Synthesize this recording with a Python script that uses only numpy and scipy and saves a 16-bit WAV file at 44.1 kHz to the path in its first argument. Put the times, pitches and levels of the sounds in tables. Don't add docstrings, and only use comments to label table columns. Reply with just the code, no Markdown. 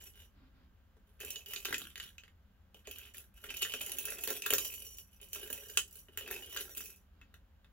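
import sys
import numpy as np
from scipy import signal
from scipy.fft import rfft, irfft, next_fast_len
from scipy.io import wavfile
from scipy.ndimage import uniform_filter1d

SR = 44100
rng = np.random.default_rng(int(sys.argv[2]) if len(sys.argv) > 2 else 0)


def store_pcm(level_fs):
    pcm = np.round(np.clip(level_fs, -1, 1) * 32767).astype(np.int16)
    wavfile.write(sys.argv[1], SR, np.atleast_2d(pcm).T)


N = 340452
TIME = np.arange(N) / SR

# start_s, length_s, rumble_db, scrape_db, ring_db, pellet_db, loss_db, ring_hz
RUNS = [(0.0, 0.068, -69, -65, -56, -54.5, 6, 2835), (0.128, 0.1, -81, -75, -69, -70.5, -5.5, 2840),
        (1.065, 0.21, -83, -86, -96, -82, 4.5, 2840), (1.193, 0.21, -63, -65, -48.5, -54.5, 7.5, 2740),
        (1.468, .15, -66, -64.5, -50.5, -52.5, 8, 2906), (1.676, 0.082, -48, -41.5, -45, -48.5, 22.5, 2660),
        (1.79, 0.1, -86, -49, -63, -55, 6.5, 2750), (1.995, 0.068, -90, -58, -61.5, -60, -2, 3030),
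        (2.756, 0.037, -71, -67, -65, -70, 7, 2770), (2.842, .23, -75, -65.5, -57.5, -63, -3, 2820),
        (3.132, 0.076, -72, -59.5, -71, -56, 5, 2670), (3.339, 0.2, -85.5, -74, -69, -66, -5.5, 2840),
        (3.423, 0.092, -63.5, -59.5, -56.5, -59, -2.5, 2880),
        (3.474, 0.34, -68.5, -74.5, -45.5, -54, -1.5, 2960),
        (3.799, 0.56, -60, -57, -55.5, -50.5, -4.5, 2560),
        (4.431, 0.088, -58.5, -75, -42.5, -55.5, 8.5, 2740), (4.597, 0.4, -62, -83, -46, -44.5, 19, 2970),
        (5.065, 0.093, -105, -99, -79, -71.5, -9.5, 2670), (5.198, 0.14, -67.5, -103, -55, -55, 17.5, 2750),
        (5.343, 0.46, -58, -56, -51.5, -50.5, 10, 2880),
        (5.864, .12, -80.5, -82.5, -74.5, -58.5, -10, 2900),
        (6.11, 0.048, -73.5, -74.5, -71, -72.5, -2.5, 2844), (6.18, 0.25, -57.5, -61, -48, -61, 5.5, 2600),
        (6.32, 0.29, -64.5, -63, -55.5, -55.5, -3.5, 3100), (6.556, 0.21, -62, -58, -72, -54.5, 10, 2900),
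        (6.762, 0.18, -64.5, -60, -51.5, -47.5, 13.5, 2580)]
# pitch_hz, level_db
TOWER_TONE = [(90, -40.5), (170, -21), (260, -5.5), (300, -9.5), (345, 0.5), (430, 6), (540, -1.5),
              (690, -8), (900, -12), (1500, -28)]
SHELL_TONE = [(1900, -35), (2550, 6.5), (3000, 5.5), (3700, -5.5), (4400, -11.5), (4900, -2), (5350, -19),
              (6900, -4.5), (8500, -44.5), (15000, -69.5)]
BELL_TONE = [(2000, -46.5), (4300, -13), (5350, -26), (5850, -6), (6250, -13.5), (7100, -1), (7900, -14.5),
             (8500, -17), (9600, -6), (10800, -3), (12700, -5), (15700, -2.5)]


def amp(db):
    return 10 ** (np.asarray(db) / 20)


def evened(x):
    return x / np.sqrt(np.mean(x ** 2) + 1e-20)


def unit(x):
    return x / np.sqrt(np.sum(x ** 2, -1, keepdims=True) + 1e-20)


def read(table, hz):
    pitch_hz, value = np.transpose(table)
    return np.interp(np.log(hz + 1), np.log(pitch_hz + 1), value)


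def add(mix, start_s, sound):
    part = mix[..., max(round(start_s * SR), 0):][..., :sound.shape[-1]]
    part += sound[..., :part.shape[-1]]


def through(x, response):
    drive, response = (np.atleast_2d(sound).astype(np.float32) for sound in (x, response))
    return signal.oaconvolve(drive, response, axes=1)[:, :x.shape[-1]]


def tap_response(tone, size=2048):
    log_gain = np.log(amp(read(tone, abs(np.fft.fftfreq(size, 1 / SR)))))
    spectrum = np.exp(np.conj(signal.hilbert(log_gain)))
    return unit(np.fft.ifft(spectrum).real[:size // 2])


def shaped(x, tone):
    size = next_fast_len(N, True)
    gain = amp(read(tone, np.fft.rfftfreq(size, 1 / SR)))
    return irfft(rfft(x, size) * gain, size)[..., :N]


def still_room():
    air_tone = [(22, -102.5), (39, -77.5), (52, -79), (80, -77), (130, -99), (190, -90), (320, -105),
                (900, -109), (1500, -108), (2300, -115), (3000, -113), (4000, -120), (5500, -126),
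                (7300, -126), (8400, -138), (11500, -126), (15700, -122)]
    hum_notes = [(66, -79), (540, -92), (805, -99.5), (1570, -91.5)]
    air = amp(-0.5) * np.sqrt(SR / 2) * shaped(rng.standard_normal((2, N)), air_tone)
    for hz, db in hum_notes:
        waver_hz = 5 * evened(uniform_filter1d(rng.standard_normal(N), size=3000))
        air += amp(db) * evened(np.sin(2 * np.pi * np.cumsum(hz + waver_hz) / SR))
    return air


def spot(crack_s, ring_s, ring_db, size=2048):
    t, noise = TIME[:size], rng.standard_normal((3, size))
    crack = unit(noise[0] * t * np.exp(-t / crack_s))
    tail = noise[1:] * np.exp(-t / ring_s)
    ring = irfft(rfft(tail, 2 * size) * rfft(crack, 2 * size))
    return np.pad(crack, (0, size)) + amp(ring_db) * unit(ring)


def bumps(per_s, spread_db=4.5, smooth_s=0.08):
    hits = (rng.random(N) < per_s / SR) * amp(spread_db * np.clip(rng.standard_normal(N), -2, 2))
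    hits *= rng.choice([-1, 1], N)
    window = unit(signal.windows.hann(int(smooth_s * SR))) ** 2
    nearby_power = signal.fftconvolve(hits ** 2, window, "same")
    return hits / np.sqrt(abs(nearby_power) + np.mean(hits ** 2) / 20)


def patter(tone, hits, crack_s, ring_s, ring_db, spot_count=16):
    body = tap_response(tone)
    touching = rng.integers(0, spot_count, N)[(TIME / 0.025).astype(int)]
    spots = [unit(through(spot(crack_s, ring_s, ring_db), body)) for _ in range(spot_count)]
    out = np.zeros((2, N))
    for i in np.flatnonzero(hits):
        add(out, TIME[i], hits[i] * spots[touching[i]])
    return out


def run_loudness(levels_db, loss_share=1, rise_s=0.006, stop_db_per_s=319.5):
    power, t = np.zeros(N), TIME[:SR]
    for (start_s, length_s, *_, loss_db, ring_hz), db in zip(RUNS, levels_db):
        slowing_db = loss_share * loss_db * np.minimum(t / length_s, 1)
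        stopping_db = stop_db_per_s * np.maximum(t - length_s, 0)
        add(power, start_s, (np.minimum(t / rise_s, 1) * amp(db - slowing_db - stopping_db)) ** 2)
    return np.sqrt(power)


def rolling():
    scrape_tone = [(450, -6), (800, -13), (1000, -10), (1400, 10.5), (1900, 8.5), (2300, 0.5), (3400, 8),
                   (4500, -8), (6000, -14.5)]
    rumble_db, scrape_db, ring_db, pellet_db = np.transpose(RUNS)[2:6]
    jolts = amp(31) * (rng.random(N) < 15 / SR)
    track_hits = run_loudness(rumble_db, loss_share=0.86) * (bumps(per_s=180) + jolts)
    rumble = amp(-2) * patter(TOWER_TONE, track_hits, crack_s=0.0014, ring_s=0.0065, ring_db=1)
    wall_hits = run_loudness(scrape_db) * (bumps(per_s=140) + jolts)
    scrape = amp(-1) * patter(scrape_tone, wall_hits, crack_s=0.00027, ring_s=0.0025, ring_db=8)
    pellet_hits = run_loudness(pellet_db, loss_share=0.63) * (bumps(per_s=140) + jolts)
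    rattle = amp(-0.5) * patter(BELL_TONE, pellet_hits, crack_s=0.001, ring_s=0.0038, ring_db=4.5)
    rib_hits = run_loudness(ring_db) * (bumps(per_s=220) + jolts)
    whirr = amp(-18) * patter(SHELL_TONE, rib_hits, crack_s=0.00094, ring_s=0.01, ring_db=6)
    return rumble + scrape + rattle + whirr, amp(-3.5) * rib_hits, amp(-12.5) * pellet_hits


def ringing(hz, fade_s):
    t = TIME[:int(fade_s * SR)]
    return unit(amp(-60 * t / fade_s) * np.sin(2 * np.pi * (hz * t + rng.random((2, 1)))))


def shells(taps, hop_s=0.05, hop_hz=90):
    notes = [(2600, 19, 0.018), (2910, 0, 0.055), (2750, -6, 0.017), (2943, 17.5, 0.027),
             (3010, -10.5, 0.032), (3230, 3, 0.044), (3230, 1.5, .04)]
    start_s, length_s, *_, ring_hz = np.transpose(RUNS)
    hops = np.clip(rng.standard_normal(N), -2, 2)[(TIME / hop_s).astype(int)]
    centre_hz = np.interp(TIME, start_s + length_s / 2, ring_hz) + hop_hz * hops
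    shares = np.array([amp(db) / (1 + ((centre_hz - hz) / 110) ** 2) for hz, db, _ in notes])
    shares /= np.linalg.norm(shares, axis=0)
    return sum(through(taps * share, ringing(hz, fade_s))
               for share, (hz, _, fade_s) in zip(shares, notes))


def bells(taps):
    notes = [(4940, -10, .12), (5740, -8, .06), (5865, -5, .16), (5910, -8, .1), (7940, -10, .05),
             (9930, -9, .15), (11540, -5, .2), (11595, -8, .14), (12650, -8, .04)]
    spin_s = np.arange(0, TIME[-1] + 1, 0.04)
    facing = amp(5 * np.clip(rng.standard_normal((len(notes), len(spin_s))), -2, 1))
    return sum(amp(db) * np.interp(TIME, spin_s, gain) * through(taps, ringing(hz, fade_s))
               for (hz, db, fade_s), gain in zip(notes, facing))


def room_echo(sound, first_s):
    fade_times = [(200, 0.38), (700, 0.12), (1800, 0.12), (4600, 0.16), (12000, 0.17)]
    size = SR // 2
    bounces = rng.standard_normal((2, size)) * (rng.random((2, size)) < 0.12) * (TIME[:size] > first_s)
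    hz, t, bands = signal.stft(bounces, SR, nperseg=256)
    tail = signal.istft(bands * amp(-60 * t / read(fade_times, hz)[:, None]), SR)[1]
    return through(sound, unit(tail))


def paws():
    strokes = [(0.317, 0.21, -68), (0.51, 0.19, -69.5), (7.096, 0.28, -73)]
    rug_tone = [(80, -12.5), (180, -8), (270, -5.5), (400, -23), (1500, -23), (5000, -32), (9000, -99.5)]
    level = np.zeros(N)
    for start_s, length_s, db in strokes:
        add(level, start_s, amp(db) * signal.windows.tukey(int(length_s * SR), 0.6))
    return level * evened(shaped(rng.standard_normal((2, N)), rug_tone))


def blows(times, levels_db, tone, crack_s, ring_s, ring_db, size=5120):
    out, body = np.zeros((2, N)), rfft(tap_response(tone), size)
    for start_s, db in zip(times, levels_db):
        knock = irfft(rfft(spot(crack_s, ring_s, ring_db), size) * body)
        add(out, start_s, amp(db) * unit(knock))
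    return out


def knocks():
    # start_s, tower_thud_db, wall_clack_db, shell_ping_db, bell_chink_db
    wall_hits = [(0.967, -40.5, -53, -91, -89), (1.2033, -39, -28, -31.5, -21),
                 (1.2311, -21.5, -26.5, -40, -29), (1.3582, -51, -34, -15, -36),
                 (1.4601, -40.5, -39.5, -25.5, -24), (1.5348, -35, -23.5, -17.5, -13.5),
                 (1.5609, -31.5, -26, -12, -29.5), (1.649, -26, -57, -12, -21.5),
                 (1.6538, -31.5, -15.5, -10, -10.5), (1.7263, -18.5, -8.5, -19, -12.5),
                 (1.7429, -68.5, -16, -6, -25), (1.9566, -46, -24, -19.5, -27),
                 (1.9775, -41.5, -27.5, -22.5, -25.5), (1.9996, -48.5, -22, -16.5, -26),
                 (2.1817, -50, -36.5, -21, -46), (2.2356, -52.5, -35, -30, -44.5),
                 (2.2793, -62, -37, -44, -47), (2.7442, -33, -48, -30.5, -34),
                 (2.8713, -21, -33, -20.5, -43), (2.9116, -39, -53, -20, -17),
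                 (3.4424, -34.5, -26.5, -29.5, -25), (3.6206, -20.5, -16.5, -7, -4.5),
                 (3.6278, -29.5, -29, -3.5, -21), (3.6497, -27, -16, -27, -24.5),
                 (3.7377, -20, -20, -9.5, -16), (4.083, -23.5, -22, -17, -32.5),
                 (4.2746, -14.5, -20.5, -13.5, -7.5), (4.2937, -19, -21, -35, -30.5),
                 (4.3034, -13.5, -19.5, -17.5, -3.5), (4.4207, -33, -31, -13, -16),
                 (4.4622, -23.5, -10.5, -15, -3.5), (4.5047, -13.5, -14.5, -3.5, -1),
                 (4.5264, -10.5, -14, -14, -12), (4.5359, -11, -12, -6, 4.5), (4.5819, -27, -18.5, -7, -4),
                 (5.3311, -36, -37, -19, -9), (5.5013, -20.5, -31, -26.5, -13),
                 (5.773, -26, -10.5, 3.5, -10.5), (6.084, -34, -40, -38.5, -67),
                 (6.1739, -28.5, -19.5, -16, -10), (6.2769, -24, -24, -39, -20),
                 (6.3041, -19.5, -29.5, -42, -27), (6.3109, -20.5, -17, -40, -10),
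                 (6.563, -31, -15.5, -17, -14.5), (6.5718, -37.5, -26, -9.5, -21.5),
                 (6.7779, -50, -37, -28, -17), (6.8054, -55, -29, -29, -27), (7.2139, -59, -35.5, -36, -46),
                 (7.3408, -63, -33, -38, -35), (7.6451, -70.5, -40.5, -49, -49)]
    pellet_drops = [(1.2481, -14.5), (1.3043, -10), (1.485, -31), (1.7807, -12), (2.9842, -18.5),
                    (3.1434, -30), (3.1809, -19), (3.5684, -11), (3.8138, -10.5), (3.862, -12),
                    (3.9181, -9), (3.9848, -5.5), (4.053, -6.5), (4.1034, -10), (4.237, -6), (4.65, -15.5),
                    (4.9845, -16.5), (5.214, -25), (5.3477, -14), (5.528, -7), (6.6083, -12),
                    (6.7493, -21.5), (6.8576, -20.5)]
    wall_tone = [(500, -19), (900, -18), (1400, -2), (1900, 2), (2250, -4), (2600, -34), (3500, -7.5),
                 (7000, -40.5)]
    snap_tone = [(1500, -43), (3500, -4), (4600, -7), (5600, -1.5), (7000, 1), (9000, -7.5), (15000, -4.5)]
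    drops = [(start_s, db - 26.5, db - 28.5, db - 10.5, db) for start_s, db in pellet_drops]
    times, thud_db, clack_db, ping_db, chink_db = np.transpose(list(wall_hits) + drops)
    thud = amp(-2) * blows(times, thud_db, TOWER_TONE, crack_s=0.0022, ring_s=0.0083, ring_db=-3)
    clack = amp(0.5) * blows(times, clack_db, wall_tone, crack_s=0.0003, ring_s=0.014, ring_db=0)
    ping = amp(-3) * blows(times, ping_db, SHELL_TONE, crack_s=0.00036, ring_s=0.007, ring_db=-2)
    chink = amp(-1.5) * blows(times, chink_db, BELL_TONE, crack_s=0.00072, ring_s=0.0022, ring_db=2.5)
    snap = amp(-6) * blows(times, 1.3 * ping_db, snap_tone, crack_s=0.0002, ring_s=0.004, ring_db=-2)
    shell_taps = blows(times, 0.8 * ping_db, SHELL_TONE, crack_s=0.00083, ring_s=0.0075, ring_db=-2.5)
    return thud + clack + ping + chink + snap, amp(-21.5) * shell_taps, amp(-16.5) * chink


def scene():
    plastic, shell_taps, bell_taps = (hit + roll for hit, roll in zip(knocks(), rolling()))
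    play = plastic + shells(shell_taps) + bells(bell_taps) + paws()
    return play + amp(-2) * room_echo(play, first_s=0.0028) + still_room()


def record(dry):
    width = [(30, -19), (125, -11.5), (450, -7.5), (1000, -2), (2000, -6.5), (4000, -2), (16000, 2.5)]
    balance = [(1000, 0.5), (2500, 0.5), (4500, -3), (7500, -5.5), (10000, -0.5), (13000, -2.5),
               (15700, -2)]
    middle, side = dry.mean(0), shaped((dry[0] - dry[1]) / 2, width)
    left = shaped(middle + side, [(hz, db / 2) for hz, db in balance])
    right = shaped(middle - side, [(hz, -db / 2) for hz, db in balance])
    pair = np.array([left, np.pad(right, (3, 0))[:N]])
    treble_cut = signal.firwin(511, 15850, window=("kaiser", 8), fs=SR)
    return signal.oaconvolve(pair, treble_cut[None], "same")


dry = scene()
out = record(dry)
store_pcm(out)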